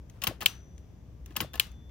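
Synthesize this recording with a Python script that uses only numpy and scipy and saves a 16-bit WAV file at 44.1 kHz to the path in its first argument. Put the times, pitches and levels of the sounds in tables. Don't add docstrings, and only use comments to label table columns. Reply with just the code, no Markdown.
import sys
import numpy as np
from scipy import signal
from scipy.fft import rfft, irfft
from scipy.io import wavfile
from scipy.ndimage import uniform_filter1d

SR = 44100
rng = np.random.default_rng(int(sys.argv[2]) if len(sys.argv) > 2 else 0)


def volts_from_decibels(level):
    exponent = np.asarray(level, float) / 20
    return 10 ** exponent


def generate_wav(sig):
    pcm = np.round(np.clip(np.atleast_2d(sig).T, -1, 1) * 32767).astype(np.int16)
    wavfile.write(sys.argv[1], SR, pcm)


N = 83790

# pitch_hz, level_db (per Hz)
TRAFFIC = [(12, -62.5), (20, -37), (42, -12.5), (65, -3.5), (167, -13.5), (206, -18), (394, -25),
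           (1200, -40.5), (1560, -79.5), (2640, -120)]
HISS = [(710, -31), (1200, -2.5), (3590, -9), (4050, -14), (6020, -8.5), (8450, -22), (14900, -16.5),
        (16500, -30)]
TRAFFIC_DB, HISS_DB = -49.5, -74.5
# pitch_hz, likeness (0-1)
AIR_SAME = [(60, 0.9), (240, 0.9), (950, 0.31), (3770, 0.16), (15000, 0.03)]
# pitch_hz, left_minus_right_db
AIR_PAN = [(60, 2.5), (240, 3.5), (950, 2.7), (3770, 3.9), (15000, 4.5)]
DRONE_HZ, DRONE_WIDTH_HZ, DRONE_DB = 62, 9, -51

# start_s, length_s, level_db
SLIDES = [
    (0.127, 0.25, -69.5),
    (1.258, 0.094, -65),
]
# pitch_hz, level_db
RUB = [(600, 12.5), (2500, 4), (6500, -7), (9000, -8), (15000, -8), (16300, -11)]
# start_s, peak_db, links_db, chatter_s
TICKS = [
    (0.0976, -47.5, -21, 0.0019),
    (0.779, -49.5, -40, 0.0015),
    (1.26, -44.5, -13.5, 0.00097),
    (1.716, -54, -15, 0.0017),
]
# pitch_hz, level_db
POINTER = [(1500, 4), (3000, 6.5), (5000, -2), (6400, 13.5), (8000, -2.5), (10000, 0)]

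# start_s, peak_db, links_db, wood_db, chatter_s
CONTACTS = [
    (0.2179, -27, -18.5, -18, 0.0046),
    (0.2282, -39, -14, -7, 0.0014),
    (0.2371, -20, -6.5, -15, 0.0031),
    (0.2717, -20, -8.5, -11.5, 0.0029),
    (0.2767, -33.5, -0.5, -5, 0.0021),
    (0.2854, -38.5, -15, -8, 0.0017),
    (0.4816, -35, -25.5, -25.5, 0.0018),
            (1.3049, -53.5, -15, -4, 0.0073), (1.321, -53.5, -32, -21, 0.003),
          (1.3541, -49, -42, 5.5, 0.0038), (1.363, -27.5, -31, -10, 0.0035),
          (1.3647, -21, -6, -17.5, 0.0037), (1.4004, -55.5, -1, -17, 0.0018),
          (1.4063, -25, -12, -14, 0.0037), (1.4114, -42, 7.5, -1, 0.0023), (1.416, -38.5, -17, 0, 0.0035),
          (1.667, -48.5, -14, -14.5, 0.003), (1.8924, -62.5, -26.5, -4, 0.0027)]
# start_s, peak_db, links_db, wood_db, chatter_s
STRIKES = [
    (0.2693, -19, -27, -13.5, 0.0004),
    (1.404, -18.5, -24, -19.5, 0.0004),
]
# start_s, peak_db, links_db, wood_db, chatter_s
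LIFTS = [(0.4061, -37.5, -7.5, -2.5, 0.0037), (0.4122, -31, -12, -14, 0.001),
         (0.4138, -33.5, -23.5, -18.5, 0.0014), (0.4201, -29.5, -24.5, -9, 0.0016),
         (0.4235, -43.5, -4.5, -10, 0.002), (0.4273, -40, -2, -3.5, 0.003),
         (1.5334, -43, -3.5, -7.5, 0.0034), (1.5396, -33, -21, -10.5, 0.002),
         (1.5454, -46, -30, -19, 0.0025), (1.5543, -39.5, -3.5, -11, 0.0023),
         (1.5543, -40, -26, -10, 0.0043), (1.575, -44.5, -11, -4, 0.003)]
# start_s, peak_db, links_db, rebound_s, rebound_db
SNAPS = [
    (0.4596, -11, -1.5, .0014, 3),
    (1.5973, -13, -0.5, .0013, 0.9),
]
# start_s, peak_db, pitch_hz
THUMPS = [(0.269, -32.5, 187), (0.278, -25, 108), (0.285, -36, 580), (.295, -26.5, 315),
          (0.311, -25.5, 600), (0.32, -32, 504), (1.407, -30.5, 207), (1.412, -28, 100),
          (1.427, -30.5, 150), (1.418, -34, 275), (1.306, -36, 306), (1.446, -29, 610), (1.556, -32, 670)]
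# start_s, pitch_hz, level_db, t60_s
SINES = [(0, 3520, -101.5, 2.5), (.46, 5994, -59.5, 1.19), (.46, 6070, -53.5, 0.64), (.46, 5840, -64, 1.1),
         (.46, 3488, -77, 2.5), (1.41, 3490, -65.5, 8.2), (1.598, 5965, -76, 0.58),
         (1.598, 6000, -64.5, 0.88), (.462, 2638, -45, 0.15), (.462, 2756, -41.5, .17),
         (.462, 4194, -50.5, .17), (1.6, 2920, -38.5, 0.13), (1.6, 2110, -51.5, .24),
         (1.6, 4974, -49.5, 0.12), (.461, 6010, -40, .2), (.462, 7400, -50.5, .12), (.462, 4064, -49.5, .11),
         (1.6, 6848, -47, 0.15), (1.6, 2762, -52, 0.14)]

# pitch_hz, level_db
FRAME = [(1500, -28.5), (2100, -10.5), (2800, 3), (3400, -4), (4200, -7), (5300, -8.5), (7000, -9.5),
         (9500, -23.5)]
PLATEN = [(700, -10), (900, -2), (1890, -6), (3120, 3.5), (3760, -8), (4700, -8.5), (5700, -10),
          (9000, -23.5)]
LINKS = [(7500, -13.5), (9500, -13), (11500, 2), (13500, -0.5), (15750, 1), (16400, -9)]
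WOOD = [(200, -8), (320, -9), (650, -3.5), (1100, 0.5), (1700, -4.5), (2200, -8)]
FRAME_T60_S, LINKS_T60_S, WOOD_T60_S = 0.008, 0.0089, 0.087
# pitch_hz, level_db, t60_s
WOOD_MODES = [(215, -5.5, 0.095), (315, -6, 0.083), (400, -10, .05), (504, -5.5, .06), (663, -5, .06),
              (830, -3, .04), (994, -4.5, 0.023), (1092, -4.5, 0.062), (1257, -3.5, .05), (1500, -8, 0.06),
              (1738, -4, .06), (2013, -5.5, .04), (1990, -8, .04)]
PAWL = [(1200, -31, .012), (1840, -16.5, 0.008), (2480, -6.5, 0.006), (2680, -3.5, 0.006), (2980, 0, 0.006),
        (3166, -7.5, .006), (3460, -14, 0.0087), (3976, 1.5, .011), (4200, -1.5, 0.0095),
        (4890, -6.5, 0.023), (6180, -8.5, 0.0078), (7630, 2, .007), (8700, -17, 0.0048)]
REBOUND = [(2060, -18.5, .008), (2583, -8, .01), (2777, 0.5, 0.0092), (3060, -0.5, 0.011)]
SCATTER_DB, PAWL_SCATTER_DB = 1.5, -3
PAWL_LOW_HZ = 1307

# pitch_hz, level_db
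SHIVER = [(180, -45), (300, -5), (2400, -11), (2700, -4.5), (5190, -10.5), (6030, -13), (8160, -15.5),
          (15800, -14), (16200, -36)]
# pitch_hz, t60_s
SHIVER_T60 = [(400, 0.22), (1500, 0.27), (3000, .2), (6000, 0.17), (15000, 0.13)]
SHIVER_SAME = 0.43
CONTACT_SHIVER_DB, LIFT_SHIVER_DB, SNAP_SHIVER_DB, REBOUND_SHIVER_DB = -24.5, -20, -30, -22

PAN_DB, LAG_S, LINKS_LAG_S = 5.5, 0.00005, 0.0002


def evened(x):
    return x / np.sqrt(np.mean(x ** 2) + 1e-20)


def read(points, hz):
    f, value = np.transpose(points)
    return np.interp(np.log(hz + 1), np.log(f + 1), value)


def add(mix, s, sound):
    part = mix[:, round(s * SR):][:, :sound.shape[1]]
    part += sound[:, :part.shape[1]]


def sides(db):
    return volts_from_decibels(np.array([[db], [-db]]) / 2)


def peak_scale(wave):
    return np.sqrt(uniform_filter1d(wave ** 2, size=60).max() * 2)


def wash(shape, db):
    frames = N // 512 + 5
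    hz = np.fft.rfftfreq(2048, 1 / SR)[:, None]
    a, b, c, d, patches = rng.standard_normal((frames, 1025, 5)).T
    patches = uniform_filter1d(patches, size=14, axis=0)
    patches = evened(uniform_filter1d(patches, size=8, axis=1))
    same = read(AIR_SAME, hz)
    pan = volts_from_decibels(read(AIR_PAN, hz) / 2)
    left = a + 1j * b
    right = same * left + np.sqrt(1 - same ** 2) * (c + 1j * d)
    z = np.array([left * pan, right / pan]) * volts_from_decibels(read(shape, hz) + 0.6 * patches)
    x = signal.istft(z, nperseg=2048, noverlap=1536)[1][:, :N]
    return volts_from_decibels(db) * x / np.sqrt(np.mean(x.mean(0) ** 2))


def air():
    hz = np.fft.rfftfreq(N, 1 / SR)
    resonance = 1 / (1 + ((hz - DRONE_HZ) / DRONE_WIDTH_HZ) ** 2)
    drone = evened(irfft(rfft(rng.standard_normal(N)) * resonance, N))
    return wash(TRAFFIC, TRAFFIC_DB) + wash(HISS, HISS_DB) + volts_from_decibels(DRONE_DB) * sides(1.9) * drone


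def slides():
    t = np.arange(N) / SR
    level = 0
    for s, length_s, db in SLIDES:
        fade = np.minimum(t - s, s + length_s - t) / 0.0056
        level = level + volts_from_decibels(db) * np.clip(fade, 0, 1)
    grain = volts_from_decibels(2.6 * evened(uniform_filter1d(rng.standard_normal(N), size=150)))
    return level * grain * wash(RUB, 0)


def sines():
    mix = np.zeros((2, N))
    t = np.arange(N) / SR
    for s, hz, db, t60 in SINES:
        phase = 2 * np.pi * (hz * t + rng.random() + np.array([[0], [0.12]]))
        fade_in = np.minimum(t / 0.01, 1)
        add(mix, s, volts_from_decibels(db - 60 * t / t60) * sides(PAN_DB) * np.sin(phase) * fade_in)
    return mix


def thump(db, hz):
    turns = np.arange(2500) / SR * hz
    envelope = np.exp(-turns / 1.4) * np.minimum(turns / 0.94, 1)
    return volts_from_decibels(db) * sides(3.5) * np.sin(2 * np.pi * turns) * envelope


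def ring(modes, lag_s, scatter_db, spread=2, rise_turns=2):
    hz, db, t60 = np.array(modes).T[:, :, None]
    level, detune, side_turn, start_turn = rng.standard_normal((4, len(modes), 1))
    t = np.arange(1800) / SR - np.array([0, lag_s])[:, None, None]
    phase = np.array([0 * side_turn, 0.87 * side_turn]) + spread * start_turn
    tone = np.sin(2 * np.pi * hz * (1 + 0.008 * detune) * t + phase)
    decay = volts_from_decibels(db + scatter_db * level - 60 * t / t60)
    rise = np.clip(t * hz / rise_turns, 0, 1) ** 2
    wave = (decay * tone * rise).sum(1)
    return wave / peak_scale(wave[0])


def crowd(shape, t60, count):
    lo, hi = shape[0][0], shape[-1][0]
    place = (np.arange(count) + rng.random(count)) / count
    hz = lo + (hi - lo) * place ** 1.2754
    return np.array([hz, read(shape, hz), t60 + 0 * hz]).T


def shaped(x, shape):
    z, hz = rfft(x, 2048), np.fft.rfftfreq(2048, 1 / SR)
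    broad = uniform_filter1d(abs(z) ** 2, size=round(600 * 2048 / SR), axis=-1)
    flat = z / np.sqrt(broad + 1e-4 * broad.max())
    out = irfft(flat * volts_from_decibels(read(shape, hz)), 2048)[..., :x.shape[-1]]
    return out / peak_scale(np.atleast_2d(out)[0])


def frame(shape):
    outline = [(shape[0][0] / 2, -60)] + shape + [(shape[-1][0] + 2000, -60)]
    return shaped(ring(crowd(shape, FRAME_T60_S, count=70), LAG_S, SCATTER_DB), outline)


def links(db):
    modes = crowd(LINKS, LINKS_T60_S, count=60)
    outline = [(5000, -61)] + LINKS + [(17300, -50)]
    return volts_from_decibels(db) * sides(2.5) * shaped(ring(modes, LINKS_LAG_S, SCATTER_DB), outline)


def wood(db):
    clear = ring(WOOD_MODES, LAG_S, SCATTER_DB)
    crowded = ring(crowd(WOOD, WOOD_T60_S, count=36), LAG_S, SCATTER_DB)
    return volts_from_decibels(db) * (clear + 0.4 * crowded)


def shiver(db, stretch=1, low_hz=100, top_db=0):
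    hz, t = np.fft.rfftfreq(256, 1 / SR)[:, None], np.arange(240) * 64 / SR
    a, b, c, d = rng.standard_normal((4, 129, 240))
    left = a + 1j * b
    right = SHIVER_SAME * left + np.sqrt(1 - SHIVER_SAME ** 2) * (c + 1j * d)
    low_cut = hz ** 2 / (hz ** 2 + low_hz ** 2)
    dulling_db = top_db * hz ** 4 / (hz ** 4 + 5500 ** 4)
    decay_db = -60 * t / stretch / read(SHIVER_T60, hz)
    z = np.array([left, right]) * low_cut * volts_from_decibels(read(SHIVER, hz) + dulling_db + decay_db)
    x = signal.istft(z, nperseg=256, noverlap=192)[1]
    x = x * np.minimum(np.arange(x.shape[1]) / SR / 0.0036, 1)
    return volts_from_decibels(db) * x / np.sqrt(np.mean(x[:, :900] ** 2))


def chatter(length_s):
    t = np.arange(900) / SR
    chance, force = rng.random((2, 900))
    taps = (chance < 5000 / SR) * (2 * force - 1)
    drive = taps * np.exp(-t / max(length_s, 0.0002)) * np.minimum(t / 0.0003, 1)
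    return shaped(drive + (t == 0) * 0.5, [(1, 0), (SR, 0)])


def struck(drive, body, db, after):
    out = after + 0
    add(out, 0, signal.fftconvolve(body, drive[None] / np.linalg.norm(drive), axes=1))
    return volts_from_decibels(db) * sides(PAN_DB) * out


def contacts(mix, events, shape, **shiver_settings):
    for s, db, links_db, wood_db, length_s in events:
        body = frame(shape) + links(links_db + 7.5) + wood(wood_db + 3.5)
        add(mix, s, struck(chatter(length_s), body, db, shiver(**shiver_settings)))


def ticks(mix):
    for s, db, links_db, length_s in TICKS:
        body = frame(POINTER) + links(links_db + 11.5)
        add(mix, s, struck(chatter(length_s), body, db, shiver(CONTACT_SHIVER_DB)))


def snaps(mix):
    blow = np.ones(1)
    pawl = ring(PAWL, LAG_S, PAWL_SCATTER_DB, spread=0.3, rise_turns=0.99)
    blunt = ring(REBOUND, LAG_S, PAWL_SCATTER_DB, spread=0.3, rise_turns=1.9)
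    for s, db, links_db, rebound_s, rebound_db in SNAPS:
        quick = shiver(REBOUND_SHIVER_DB, 0.15, PAWL_LOW_HZ)
        add(mix, s + rebound_s, struck(blow, volts_from_decibels(rebound_db) * blunt, db, quick))
        add(mix, s - 0.0003, struck(chatter(0.001), links(links_db), db, np.zeros((2, 2700))))
        add(mix, s, struck(blow, pawl, db, shiver(SNAP_SHIVER_DB, 1.4, PAWL_LOW_HZ / 2)))


def typewriter():
    mix = sines()
    for s, db, hz in THUMPS:
        add(mix, s, thump(db, hz))
    ticks(mix)
    contacts(mix, CONTACTS, FRAME, db=CONTACT_SHIVER_DB)
    contacts(mix, LIFTS, FRAME, db=LIFT_SHIVER_DB, stretch=0.8, top_db=-2)
    contacts(mix, STRIKES, PLATEN, db=CONTACT_SHIVER_DB)
    snaps(mix)
    return mix


def scene():
    return air() + slides() + typewriter()


def band_limit(x):
    return signal.sosfilt(signal.butter(12, 17150, fs=SR, output="sos"), x)


def record(dry):
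    band_edge = signal.cheby2(8, 30, 16950, fs=SR, output="sos")
    low_cut = signal.butter(2, 38, "high", fs=SR, output="sos")
    heard = signal.sosfilt(low_cut, signal.sosfilt(band_edge, dry))
    limit = 1.4
    return band_limit(limit * np.tanh(heard / limit))


dry = scene()
out = record(dry)
generate_wav(out)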